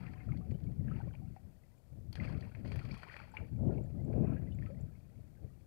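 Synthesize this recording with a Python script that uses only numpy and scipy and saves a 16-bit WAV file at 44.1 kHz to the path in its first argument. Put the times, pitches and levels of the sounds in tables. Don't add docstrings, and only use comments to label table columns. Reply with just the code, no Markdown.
import sys
import numpy as np
from scipy import signal
from scipy.fft import rfft, irfft
from scipy.io import wavfile
from scipy.ndimage import uniform_filter1d

SR = 44100
rng = np.random.default_rng(int(sys.argv[2]) if len(sys.argv) > 2 else 0)


def to_wav(sig):
    pcm = np.clip(np.atleast_2d(sig), -1, 1) * 32767
    pcm = np.round(pcm).astype(np.int16)
    wavfile.write(sys.argv[1], SR, pcm.T)


N = 249914
TIME = np.arange(N) / SR

# time in seconds, level in dB.
DRIBBLE_LEVELS = [(0, -79), (1.1, -80), (1.5, -85), (2.1, -88), (2.45, -75), (3.2, -66), (3.55, -80),
                  (4.8, -80), (5.1, -83.5), (5.67, -84)]


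def undb(db):
    return 10 ** (np.asarray(db) / 20)


def unit(x):
    return x / np.sqrt(np.mean(x ** 2) + 1e-18)


def curve(table):
    return np.interp(TIME, *np.transpose(table))


def add(out, start_s, sound):
    i = int(np.clip(start_s * SR, 0, N - 1))
    out[i:i + len(sound)] += sound[:N - i]


def colour(x, spectrum, size=4096):
    hz, db = np.transpose(spectrum)
    log_hz = np.log(np.maximum(np.arange(size // 2 + 1) * SR / size, 1))
    magnitude = undb(np.interp(log_hz, np.log(np.sort(hz)), db))
    cepstrum = irfft(np.log(magnitude))
    response = irfft(np.exp(rfft(2 * cepstrum[:size // 2], size)))
    return signal.fftconvolve(x, response / np.linalg.norm(response))[:N]


def steady(x, window_s):
    k = max(int(window_s * SR), 2)
    power = uniform_filter1d(uniform_filter1d(x ** 2, k), k)
    return x / np.sqrt(np.abs(power) + 1e-12)


def flutter(rate_hz):
    k = max(int(SR / rate_hz), 2)
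    steps = np.repeat(rng.standard_normal(N // k + 1), k)
    return unit(uniform_filter1d(steps, k)[:N])


def hold_gain(start_s, hold_s, rise_db_per_s, fall_db_per_s):
    before_s = np.maximum(start_s - TIME, 0)
    after_s = np.maximum(TIME - start_s - hold_s, 0)
    return undb(-rise_db_per_s * before_s - fall_db_per_s * after_s)


def pooled_db(gains):
    return 10 * np.log10(sum(g ** 2 for g in gains))


def bubble(hz, t60_s, rise=0.27, onset_cycles=0.85):
    t = np.arange(int(t60_s * SR) + 2) / SR
    onset = 1 - np.exp(-(t * hz / onset_cycles) ** 2)
    envelope = onset * np.exp(-np.log(1000) * t / t60_s)
    return envelope / envelope.max() * np.sin(2 * np.pi * hz * t * (1 + rise * t / t60_s / 2))


def impacts(per_s, spread_db):
    hits = rng.random(N) < per_s / SR
    signs = rng.choice([-1, 1], N)
    level_db = spread_db * np.minimum(rng.exponential(size=N), 5)
    return unit(hits * signs * undb(level_db))


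def froth(low_hz, high_hz, cycles, spread_db, count):
    out = np.zeros(N)
    for when, pitch, life, strength in rng.random((count, 4)):
        hz = low_hz * (high_hz / low_hz) ** pitch
        gain = undb(-spread_db * np.log(strength + 0.0042))
        add(out, when * N / SR, gain * bubble(hz, t60_s=cycles * (0.5 + life) / hz))
    return unit(out)


def waterflow(dribble_spray_db=-9.5):
    # start in seconds, hold in seconds, splash level in dB, spray in dB re splash.
    surges = [(0.0, 0.086, -63, -13), (0.14, 0.075, -67.5, -12.5), (0.297, 0.056, -71, -18),
              (0.867, 0.092, -68.5, -22), (0.967, 0.044, -65, -15.5), (1.068, 0.062, -74.5, -18),
              (2.174, 0.036, -68.5, -4.5), (2.222, 0.04, -55.5, -12.5), (2.294, 0.043, -59.5, -11),
              (2.414, 0.039, -65, -8), (2.658, 0.026, -67, -4.5), (2.715, 0.1, -67.5, -4),
              (2.855, 0.18, -67, -4.5), (3.004, 0.093, -66, -8), (3.083, 0.14, -60.5, -11.5),
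              (3.366, 0.022, -60.5, -14), (3.707, 0.037, -71.5, -14), (4.136, 0.3, -74, -26),
              (4.615, 0.092, -74.5, -10)]
    dribble = undb(curve(DRIBBLE_LEVELS))
    splash, spray = [dribble], [dribble * undb(dribble_spray_db)]
    for start_s, hold_s, splash_db, spray_db in surges:
        surge = undb(splash_db) * hold_gain(start_s, hold_s, rise_db_per_s=552, fall_db_per_s=215)
        splash.append(surge)
        spray.append(undb(spray_db) * surge)
    return pooled_db(splash), pooled_db(spray)


def mic_splash(x):
    # frequency in Hz, level in dB.
    mic_splash_spectrum = [(350, -17.5), (650, -7), (860, -4), (1170, -6.5), (1330, -1), (1680, -3),
                           (1920, -0.5), (2080, -2), (2370, 1.5), (2650, -3.5), (2980, -15), (3170, -15.5),
                           (3600, -27.5), (6000, -58.5)]
    return colour(x, mic_splash_spectrum)


def mic_spray(x):
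    # frequency in Hz, level in dB.
    mic_spray_spectrum = [(1800, -32.5), (3200, 1), (3750, -9.5), (4450, 3.5), (4800, -0.5), (5700, -17.5),
                          (6300, -13), (6900, -27.5), (7500, -16), (8100, -25.5), (8850, -13), (9700, -24),
                          (11000, -22.5), (15000, -37.5)]
    return colour(x, mic_spray_spectrum)


def sloshing(gurgle_db=-13):
    splash_db, spray_db = waterflow()
    drops = impacts(per_s=2500, spread_db=0.5)
    bubbles = froth(low_hz=526, high_hz=3033, cycles=47, spread_db=4, count=3000)
    gushes = undb(3.5 * flutter(rate_hz=70))
    splash = steady(mic_splash((drops + undb(-2.5) * bubbles) * gushes), window_s=0.025)
    gurgle = steady(froth(low_hz=382, high_hz=763, cycles=28, spread_db=3, count=500), window_s=0.06)
    fine_drops = impacts(per_s=2300, spread_db=0.5)
    spray = steady(mic_spray(fine_drops * gushes), window_s=0.1)
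    return undb(splash_db - 1) * (splash + undb(gurgle_db) * gurgle) + undb(spray_db - 4) * spray


def airflow(breeze_eddy_db=-16.5):
    # time in seconds, rumble level in dB.
    breeze_levels = [(0, -53), (1.1, -50.5), (1.4, -63.5), (1.85, -68), (2.1, -56), (2.9, -57.5),
                     (3.13, -62.5), (3.5, -57), (3.85, -46), (4.7, -49), (5.05, -59.5), (5.67, -59)]
    # arrival in seconds, hold in seconds, rumble level in dB, eddy level in dB.
    gusts = [(0.0, .12, -49, -89), (0.288, 0.035, -37, -60), (0.354, 0.052, -43, -61.5),
             (0.496, 0.047, -37.5, -56), (0.644, 0.063, -40.5, -61), (0.796, .17, -40, -63.5),
             (1.036, 0.042, -42.5, -61), (1.193, 0.13, -49, -76), (1.449, 0.021, -52, -68),
             (1.921, 0.1, -53.5, -72), (2.061, 0.043, -48, -82), (2.191, 0.19, -42, -57.5),
             (2.414, 0.06, -47.5, -61), (2.574, 0.024, -45.5, -61.5), (2.653, 0.13, -43, -56),
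             (2.851, 0.086, -45, -62), (3.214, 0.041, -59, -83), (3.41, 0.023, -45.5, -56.5),
             (3.531, 0.022, -39, -68.5), (3.601, .035, -33.5, -51.5), (3.654, 0.042, -33, -41.5),
             (3.725, 0.083, -39, -49), (3.964, 0.086, -42, -56.5), (4.082, 0.067, -38, -48.5),
             (4.164, 0.082, -32.5, -42.5), (4.272, 0.067, -35, -49), (4.399, .07, -42.5, -57),
             (4.507, 0.15, -43.5, -75), (4.768, .09, -48.5, -64.5), (5.173, 0.043, -54, -73),
             (5.436, 0.0069, -48.5, -58.5)]
    breeze = undb(curve(breeze_levels))
    rumble, eddies = [breeze], [breeze * undb(breeze_eddy_db)]
    for start_s, hold_s, rumble_db, eddy_db in gusts:
        gust = hold_gain(start_s, hold_s, rise_db_per_s=450.5, fall_db_per_s=328.5)
        rumble.append(undb(rumble_db) * gust)
        eddies.append(undb(eddy_db) * gust)
    return pooled_db(rumble), pooled_db(eddies)


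def wind(bass_hz=95, bass_limit_db=-43, swell_db=-58, swell_slope=0.62):
    # frequency in Hz, level in dB.
    rumble_spectrum = [(10, -44), (25, -20), (50, -7), (75, 2), (110, 2), (150, -1.5), (185, -4.5),
                       (250, -13.5), (330, -20), (500, -42.5), (900, -52), (1500, -100)]
    eddy_spectrum = [(40, -45.5), (130, -12.5), (230, 5), (330, 2.5), (450, 0.5), (600, -2), (780, -11.5),
                     (1000, -25.5), (1500, -49), (3000, -57), (6000, -87)]
    swell_spectrum = [(5, -28.5), (15, -15.5), (25, -14.5), (45, 1), (75, -2), (110, -7), (200, -34),
                      (700, -110)]
    rumble_db, eddy_db = airflow()
    rumble = steady(colour(rng.standard_normal(N), rumble_spectrum), window_s=0.043)
    turbulence = rng.standard_normal(N) * undb(4.3 * flutter(rate_hz=130))
    eddies = steady(colour(turbulence, eddy_spectrum), window_s=0.035)
    swell = steady(colour(rng.standard_normal(N), swell_spectrum), window_s=0.31)
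    swell_gain = undb(swell_db + swell_slope * (rumble_db - rumble_db.mean()))
    bass = signal.sosfiltfilt(signal.butter(3, bass_hz, fs=SR, output="sos"), rumble)
    limited_rumble = undb(rumble_db) * (rumble - bass) + undb(np.minimum(rumble_db, bass_limit_db)) * bass
    return limited_rumble + undb(eddy_db + 0.23) * eddies + swell_gain * swell


def outdoor_air(level_db=-69.5):
    # frequency in Hz, level in dB.
    air_spectrum = [(30, 2), (150, -2.5), (300, -11.5), (650, -13), (1000, -24.5), (1600, -29),
                    (2200, -33.5), (3100, -33), (3900, -33), (4600, -32), (5500, -34), (15500, -32.5)]
    return undb(level_db) * colour(rng.standard_normal(N), air_spectrum)


def far_tone(hz=739, waver=0.00099):
    # time in seconds, level in dB.
    tone_levels = [(0, -73), (.25, -73), (.33, -90), (.44, -69), (.52, -85), (.7, -130)]
    pitch_hz = hz * (1 + waver * flutter(rate_hz=14))
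    return undb(curve(tone_levels)) * unit(np.sin(2 * np.pi * np.cumsum(pitch_hz) / SR))


def plops(twin_db=-11, twin_ratio=1.13, scatter_s=0.035, scatter_db=-11.5):
    # start in seconds, pitch in Hz, level in dB, t60 in seconds, fractional pitch rise.
    bubbles = [(0.0644, 2056, -58, 0.078, 0), (0.1377, 1760, -58, .027, .12),
               (0.203, 2070, -58.5, 0.081, 0.19), (0.289, 1270, -57, 0.048, 0.31),
               (0.3204, 2120, -52, 0.028, .16), (0.3312, 810, -54.5, 0.043, 0.12),
               (0.41, 1110, -65, 0.073, .33), (0.882, 1560, -53.5, 0.033, 0.22),
               (0.9126, 1291, -49, 0.057, 0.072), (1.0019, 793, -47, 0.047, 0.21),
               (1.0842, 2281, -61, 0.028, .05), (1.139, 848, -57, 0.039, 0.076),
               (1.1513, 2320, -53.5, 0.019, 0.27), (1.2174, 753, -59.5, .11, 0.044),
               (1.3635, 770, -50, 0.043, 0), (1.6359, 2030, -68.5, .031, 0),
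               (1.972, 623, -64, 0.066, 0.018), (2.1703, 1630, -51, .026, .12),
               (2.1996, 2060, -43, 0.043, 0), (2.4243, 1820, -53, 0.031, 0.27),
               (2.5141, 1470, -61.5, 0.065, 0.033), (2.813, 1336, -49.5, 0.027, .12),
               (2.91, 2290, -47, 0.044, 0.26), (2.914, 4390, -51, 0.03, 0.3),
               (2.967, 1045, -54, 0.031, 0.25), (3.0973, 1850, -45.5, 0.023, .12),
               (3.1416, 1850, -41.5, 0.0094, .09), (3.201, 1440, -46.5, .022, 0),
               (3.3381, 856, -49.5, 0.21, 0.08), (3.369, 2260, -35, 0.023, 0.24),
               (3.7087, 1400, -59, .055, .04), (3.7805, 2240, -59.5, 0.037, 0.051),
               (4.321, 1357, -58, .08, 0.061), (4.366, 1610, -57.5, 0.095, 0.28),
               (4.4722, 1990, -61.5, 0.05, 0.099), (4.5204, 2950, -63, 0.044, 0),
               (4.587, 2130, -55.5, 0.013, 0.11), (4.624, 1835, -52, .03, 0), (4.666, 1290, -60, .1, 0.047),
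               (4.7011, 528, -48.5, 0.16, 0.5), (4.9519, 2180, -68.5, 0.033, .06),
               (5.3687, 1550, -71, 0.07, 0.096)]
    out = np.zeros(N)
    for start_s, hz, db, t60_s, rise in bubbles:
        add(out, start_s, undb(db - 1.5) * bubble(hz, t60_s, rise))
        detune, lag = rng.standard_normal(2)
        twin_hz = hz * twin_ratio * (1 + 0.06 * detune)
        add(out, start_s + 0.0024 * abs(lag), undb(db + twin_db) * bubble(twin_hz, t60_s, rise))
    t = np.arange(SR // 4) / SR
    banks = rng.standard_normal(len(t)) * np.exp(-t / scatter_s)
    return out + undb(scatter_db) * signal.fftconvolve(out, banks / np.linalg.norm(banks))[:N]


def slaps(crack_s=0.0006, patter_s=0.011, patter_db=-11, thud_db=-7):
    # start in seconds, level in dB, spray in dB re that level.
    hits = [(0.067, -49, -18), (0.135, -49.5, -28), (0.3726, -57, -7), (0.511, -49.5, -17.5),
            (0.603, -59.5, -20), (0.639, -66, -4), (0.9403, -56, -27), (1.137, -52, -24),
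            (1.3622, -54.5, -20), (2.1274, -48, -5), (2.155, -38, -11.5), (2.2352, -43, -21),
            (2.324, -46, -15), (2.4089, -57.5, -2), (2.55, -44.5, -28), (2.676, -46.5, -9.5),
            (2.6487, -45, -25), (2.7185, -36.5, -16.5), (2.7585, -37.5, -18), (2.7919, -38, -17.5),
            (2.8517, -43, -16), (2.8893, -42, -20), (2.9417, -40, -14.5), (2.977, -48.5, -7.5),
            (3.0321, -36.5, -23), (3.0859, -43, -22), (3.1213, -44, -27), (3.166, -38, -20),
            (3.2011, -43.5, -33), (4.1302, -48, -21.5), (4.364, -53, -27), (4.6618, -47, -30)]
    # frequency in Hz, level in dB.
    thud_spectrum = [(120, -18), (350, -7.5), (750, -6), (1100, -9), (2500, -45)]
    coarse, fine = np.zeros(N), np.zeros(N)
    t = np.arange(SR // 16) / SR
    for start_s, db, spray_db in hits:
        crack = rng.standard_normal((2, len(t))) * np.exp(-t / crack_s)
        grains = rng.standard_normal((2, len(t))) * np.abs(rng.standard_normal(len(t)))
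        coarse_burst, fine_burst = crack + undb(patter_db) * grains * np.exp(-t / patter_s)
        body_gain = undb(db - 6.5) / np.sqrt(1 + undb(2 * spray_db + 5))
        add(coarse, start_s, body_gain * coarse_burst)
        add(fine, start_s, undb(db + spray_db) * fine_burst)
    return mic_splash(coarse) + undb(thud_db) * colour(coarse, thud_spectrum) + mic_spray(fine)


def drips(count=24, low_hz=1455, high_hz=3050, mean_t60_s=0.072, over_dribble_db=6):
    out = np.zeros(N)
    for when, pitch, life, strength in rng.random((count, 4)):
        hz = low_hz * (high_hz / low_hz) ** pitch
        add(out, when * N / SR, (0.5 + strength) * bubble(hz, mean_t60_s * (0.5 + life), rise=0.14))
    return out * undb(curve(DRIBBLE_LEVELS) + over_dribble_db)


def buffets(width_cycles=0.99):
    # centre in seconds, level in dB, pitch in Hz.
    pulses = [(0.506, -28.5, 190), (0.645, -35, 158), (0.796, -27.5, 127), (2.21, -34.5, 200),
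              (2.355, -29.5, 125), (2.776, -28, 125), (3.624, -39, 140), (3.673, -28, 260),
              (4.164, -27, 170), (4.181, -29, 377), (4.209, -27, 199), (4.835, -31.5, 135),
              (5.447, -35.5, 100)]
    out = np.zeros(N)
    for centre_s, db, hz in pulses:
        cycles = np.arange(-2, 2, hz / SR)
        pulse = np.cos(2 * np.pi * cycles) * np.exp(-(cycles / width_cycles) ** 2)
        add(out, centre_s - 2 / hz, undb(db - 4) * pulse)
    return out


def chirps(hz=7300, rise=0.041, length_s=0.0066):
    # start in seconds, level in dB.
    calls = [(.514, -78), (1.78, -78), (3.316, -72), (3.837, -73), (4.048, -72), (4.546, -73.5),
             (4.809, -68.5)]
    out = np.zeros(N)
    progress = np.linspace(0, 1, int(length_s * SR))
    glide = 1 + rise * progress - 0.25 * np.exp(-16 * progress)
    envelope = np.sqrt(np.abs(np.sin(np.pi * progress)))
    for start_s, db in calls:
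        pitch_hz = hz * (1 + 0.01 * rng.standard_normal()) * glide
        add(out, start_s, undb(db) * envelope * np.sin(2 * np.pi * np.cumsum(pitch_hz) / SR))
    return out


def wire_ticks(decay_s=0.00091):
    # start in seconds, level in dB.
    ticks = [(2.1294, -44.5), (2.1557, -70), (2.7188, -69), (2.761, -50), (2.7905, -58), (2.976, -57),
             (3.1665, -59)]
    # frequency in Hz, level in dB.
    tick_spectrum = [(1200, -21), (2500, -12), (4500, 2), (6200, -1), (7500, -26), (8900, -16),
                     (10500, 2.5), (13000, -15), (15000, -2.5)]
    out = np.zeros(N)
    t = np.arange(SR // 50) / SR
    for start_s, db in ticks:
        add(out, start_s, undb(db - 6) * rng.standard_normal(len(t)) * np.exp(-t / decay_s))
    return colour(out, tick_spectrum)


def scrape():
    # time in seconds, level in dB.
    scrape_levels = [(4.08, -110), (4.14, -74), (4.2, -74.5), (4.28, -65.5), (4.34, -66.5), (4.39, -88),
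                     (4.48, -110)]
    # resonance in Hz, bandwidth in Hz, level in dB.
    frame_modes = [(1070, 250, -2), (1270, 87, -5), (1570, 200, -5.5), (2485, 260, -7.5), (2570, 140, -20)]
    slips = impacts(per_s=1500, spread_db=2)
    frame = np.zeros(N)
    for hz, width_hz, db in frame_modes:
        mode = signal.butter(2, [hz - width_hz / 2, hz + width_hz / 2], "band", fs=SR, output="sos")
        frame += undb(db) * unit(signal.sosfilt(mode, slips))
    return undb(curve(scrape_levels)) * unit(frame)


def scene():
    air = outdoor_air() + wind() + buffets()
    water = sloshing() + slaps() + plops() + drips()
    trap = wire_ticks() + scrape()
    microphone = air + water + trap + chirps() + far_tone()
    return np.array([2 * microphone, np.zeros(N)])


def record(dry, cutoff_hz=15500):
    return signal.sosfilt(signal.ellip(10, 0.1, 70, cutoff_hz, fs=SR, output="sos"), dry)


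dry = scene()
out = record(dry)
to_wav(out)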